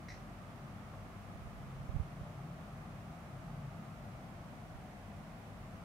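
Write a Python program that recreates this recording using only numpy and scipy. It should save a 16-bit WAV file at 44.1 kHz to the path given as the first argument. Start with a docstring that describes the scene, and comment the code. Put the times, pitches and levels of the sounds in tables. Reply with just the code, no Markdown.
"""A quiet tiled room on a hand-held stereo microphone: hiss, a fan-like rush, faint hum, a low drone.
Right at the start a feeding cat clinks its steel bowl, which rings and rocks to rest on the tile.
A faint tap follows off in the room near 0.9 s. From 1.2 to 2.2 s the hand shifts on the housing and
soft, close bumps reach the right port. The drone swells in two room modes near 1.8, 2.5 and 3.6 s,
and one last bump comes near 4.8 s."""
import sys
import numpy as np
from scipy import signal
from scipy.fft import rfft, irfft
from scipy.io import wavfile

SR = 44100
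rng = np.random.default_rng(int(sys.argv[2]) if len(sys.argv) > 2 else 0)


def master(y):
    """Save y as 16-bit WAV."""
    cut = np.clip(np.atleast_2d(y).T, -1, 1)
    pcm = np.round(cut * 32767)  # scale
    wavfile.write(sys.argv[1], SR, pcm.astype(np.int16))


N = 257544
TIME = np.arange(N) / SR


def gain_of(db):
    """Decibels to amplitude."""
    return 10 ** (np.asarray(db) / 20)


def unit_rms(x):
    """Scales to rms 1."""
    return x / np.sqrt(np.mean(abs(x) ** 2) + 1e-20)


def curve_at(points, hz):
    """Reads a table on a log-frequency axis."""
    f, value = np.transpose(points)
    return np.interp(np.log(hz + 1), np.log(f + 1), value)


def arch(offset):
    """A smooth bell curve: 1 at offset 0, 1/e one half length either side."""
    return np.exp(-np.minimum(offset ** 2, 20))


def panned(lean_db):
    """Port gains that put the left lean_db above the right."""
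    return gain_of(np.array([[.5], [-.5]]) * lean_db)


def diffuse_spectra(hz):
    """Random left and right spectra: the two ports hear the room alike only in the bass."""
    # likeness of diffuse sound at the ports: f/Hz, correlation
    likeness = [(30, 0.59), (60, 1), (130, 1), (290, 0.84), (640, 0.84), (1000, 0.34), (1400, 0.21),
                (2000, -0.044), (3500, 0.011)]
    left, other = rng.standard_normal((2, len(hz))) + 1j * rng.standard_normal((2, len(hz)))
    same = np.clip(curve_at(likeness, hz), -1, 1)
    return np.array([left, same * left + np.sqrt(1 - same ** 2) * other])


def wavering_tone(hz, waver, drift_hz):
    """A sine of rms 1 whose level and phase wander slowly."""
    t = np.linspace(0, N / SR, 600)
    rates, phases = rng.standard_normal((2, 24, 1))
    wander = unit_rms(np.exp(2j * np.pi * (drift_hz * rates * t + phases)).sum(0))
    share = np.clip(waver, 0, 1)
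    envelope = np.interp(TIME, t, np.sqrt(1 - share ** 2) + share * wander)
    carrier = np.exp(2j * np.pi * (hz * TIME + rng.random()))
    return unit_rms((envelope * carrier).real)


def room(x, low_t60_s=0.22, treble_t60_s=0.33, split_hz=3200, build_s=0.0064):
    """Dense reflections from tiles and walls, different at each port; the treble rings longer."""
    t = TIME[:SR // 2]
    echoes = rng.standard_normal((2, len(t)))
    low = signal.sosfiltfilt(signal.butter(2, split_hz, fs=SR, output="sos"), echoes)
    tail = low * gain_of(-60 * t / low_t60_s) + (echoes - low) * gain_of(-60 * t / treble_t60_s)
    tail *= 1 - np.exp(-t / build_s)
    return signal.fftconvolve(x[None], tail / np.linalg.norm(tail[0]), axes=1)[:, :N]


def microphone_hiss(level_db=-68, lean_db=-0.7):
    """Each port has its own smooth hiss."""
    # noise floor of the microphone: f/Hz, relative density/dB
    noise_floor = [(100, 7), (2500, 2), (4000, -1), (6000, -0.5), (7200, -2.5), (10000, -3.5),
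                   (13000, -6.5), (15700, -8.5)]
    colour = gain_of(curve_at(noise_floor, np.fft.rfftfreq(N, 1 / SR)))
    hiss = irfft(rfft(rng.standard_normal((2, N))) * colour, N)
    return gain_of(level_db) * panned(lean_db) * unit_rms(hiss)


def air_rush(level_db=-50.5, fall_db_per_octave=14):
    """Fan-like rush all around the microphone, coloured by the room."""
    # spectrum of the moving air: f/Hz, relative density/dB
    density = [(20, -30), (42, -2), (65, -2.5), (110, -0.16), (150, 0.5), (215, -1), (280, -8.5),
               (460, -16.5), (680, -9.5), (960, -15), (1200, -11), (1550, -19), (2100, -21), (3500, -31)]
    # its balance at the ports: f/Hz, left minus right/dB
    balance = [(50, 3), (130, 1.9), (400, 2), (800, 1.6), (1300, -0.5), (2300, -4.5), (4000, -1.5)]
    # broad resonances, one rising and one dipping: f/Hz, width/Hz, extreme t/s, half length/s, change/dB
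    resonances = [(747, 230, 3.9, 2.6, 2.5), (1240, 200, 5.1, 0.68, -5)]
    hz = np.fft.rfftfreq(N, 1 / SR)
    octaves_above_top = np.log2(np.maximum(hz / density[-1][0], 1))
    colour = gain_of(curve_at(density, hz) - fall_db_per_octave * octaves_above_top)
    spectrum = diffuse_spectra(hz) * colour * panned(curve_at(balance, hz))
    rush = irfft(spectrum, N)
    for centre, width, s, half_s, db in resonances:
        band = irfft(spectrum / (1 + (2 * (hz - centre) / width) ** 4), N)
        rush += band * (gain_of(db * arch((TIME - s) / half_s)) - 1)
    return gain_of(level_db) * unit_rms(rush)


def motor_hum(drift_hz=2.5):
    """Faint motor tones that waver in the moving air."""
    # tones of mains and fan motor: f/Hz, rms level/dB, wavering share, left minus right/dB
    tones = [(44.2, -64.5, 0.54, -8.5), (100.5, -60, 0.77, 4), (203.7, -63.5, 1, -0.5),
             (398.4, -77.5, 0.29, -1), (499.4, -75.5, 0.21, -10), (590, -71.5, 0.93, 2),
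             (637.4, -72, 0.9, 0.5), (695, -74, 1, -1), (1342, -87, 0.54, -2), (6000, -98, 0.79, 12)]
    return sum(gain_of(db) * panned(lean_db) * wavering_tone(hz, waver, drift_hz)
               for hz, db, waver, lean_db in tones)


def drone(rest_db=-57.5, drift_hz=7, lean_db=1.5):
    """Two low room modes swell together three times, each by its own amount."""
    # room modes: f/Hz, level re rest_db/dB, wavering share
    modes = [(135.2, -6, 0.49), (163.6, -8, 0.78)]
    # swells added to the resting drone: crest t/s, half length/s, lower and upper mode level/dB
    swells = [(1.782, 0.14, -54, -63), (2.52, 0.51, -56, -55.5), (3.62, 0.31, -50.5, -55)]
    both = np.zeros(N)
    for k, (hz, db, waver) in enumerate(modes):
        swell = sum(gain_of(crest_db[k]) * arch((TIME - s) / half_s) for s, half_s, *crest_db in swells)
        both += (gain_of(rest_db + db) + swell) * wavering_tone(hz, waver, drift_hz)
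    return panned(lean_db) * both


def tap(at_s=0.94, level_db=-52, band_hz=(470, 1420), half_s=0.006, wet_db=-9):
    """One soft, dull tap somewhere off in the room."""
    band = signal.butter(4, band_hz, "bandpass", fs=SR, output="sos")
    noise = unit_rms(signal.sosfilt(band, rng.standard_normal(N)))
    puff = gain_of(level_db) * arch((TIME - at_s) / half_s) * noise
    return puff + gain_of(wet_db) * room(puff)


def grip_slips(start_s=1.2, end_s=2.05, first_db=-50, last_db=-45.5, per_s=98, spread_db=3):
    """Small random slips that grow until the hand settles: rows of t/s, relative level/dB."""
    chance, size = rng.random(N), rng.standard_normal(N)
    slipping = (chance < per_s / SR) & (TIME > start_s) & (TIME < end_s)
    slip_db = np.interp(TIME, [start_s, end_s], [first_db, last_db]) + spread_db * size
    return zip(TIME[slipping], slip_db[slipping])


def handling_bumps(half_s=0.0031, low_cut_hz=60, damping=1.67, gain_db=6, left_db=-24,
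                   rub_db=-30, rub_hz=400):
    """Soft pushes right on the housing; the microphone's low cut makes each swing back and settle."""
    # firm presses of the hand: t/s, relative level/dB
    presses = [(1.409, -49.5), (1.473, -38), (1.895, -26), (1.943, -30), (1.9565, -26), (1.9635, -20),
               (2.0002, -21.5), (2.015, -29), (2.216, -34.5), (4.755, -38)]
    pushes = sum(gain_of(db) * arch((TIME - s) / half_s) for s, db in [*presses, *grip_slips()])
    # skin drags a little while it presses
    rub = unit_rms(signal.lfilter(*signal.butter(2, rub_hz, fs=SR), rng.standard_normal(N)))
    pushes *= 1 + gain_of(rub_db) * rub
    omega = 2 * np.pi * low_cut_hz
    low_cut = signal.bilinear([1, 0, 0], [1, damping * omega, omega ** 2], SR)
    return gain_of(gain_db) * gain_of([[left_db], [0]]) * signal.lfilter(*low_cut, pushes)


def steel_bowl(direct_db=-3, wet_db=-4, scrape_db=-7, scrape_t60_s=0.1, contact_s=0.00068, lean_db=-1):
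    """Each knock rings the bowl's modes, with a short gritty scrape of its rim on the tile."""
    # knocks as the bowl tips, drops back and rocks to rest: t/s, relative level/dB
    knocks = [(0.0848, -47.5), (0.0885, -49), (0.1025, -47.5), (.119, -52), (.141, -56), (.168, -67)]
    # modes of the steel: f/Hz, relative level/dB, t60/s
    modes = [(1810, -13, .05), (1920, -6, 0.11), (1970, -9, 0.34), (2025, 7.5, 0.027), (2136, -4, 0.022),
             (4020, -10, 0.054), (4550, -21, .04), (5130, -21, .06), (5420, -16, .06), (5860, -19, .07),
             (5810, -21, 0.07), (6040, -21, 0.053), (6050, -19, 0.056)]
    # spectrum of the rim scraping on tile: f/Hz, relative density/dB
    rim_density = [(1000, -25), (1900, 4), (2450, 0), (3100, -13), (4100, 3), (4800, -3.5), (5850, 4),
                   (6500, -9), (7400, -13), (10000, -23), (15000, -35)]
    t = TIME[:SR // 2]
    ring = sum(gain_of(db - 60 * t / t60) * np.sin(2 * np.pi * hz * t) for hz, db, t60 in modes)
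    colour = gain_of(curve_at(rim_density, np.fft.rfftfreq(len(t), 1 / SR)))
    contact = 1 - np.exp(-t / contact_s)  # a nudge, so the ring builds up softly
    clink = np.zeros(N)
    for s, db in knocks:
        grit = unit_rms(irfft(rfft(rng.standard_normal(len(t))) * colour, len(t)))
        scrape = grit * gain_of(scrape_db - 60 * t / scrape_t60_s)
        clink[round(s * SR):][:len(t)] += gain_of(db) * contact * (ring + scrape)
    return panned(lean_db) * (gain_of(direct_db) * clink + gain_of(wet_db) * room(clink))


def scene():
    """Room tone with the small events on top, as they reach the two ports."""
    room_tone = air_rush() + microphone_hiss() + motor_hum() + drone()
    return room_tone + handling_bumps() + steel_bowl() + tap()


def record(dry):
    """The recorder's steep band limit."""
    edge_hz = 15700
    low_pass = signal.firwin(767, edge_hz, window=("kaiser", 8), fs=SR)
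    return signal.oaconvolve(dry, low_pass[None], "same", axes=1)


dry = scene()
out = record(dry)
master(out)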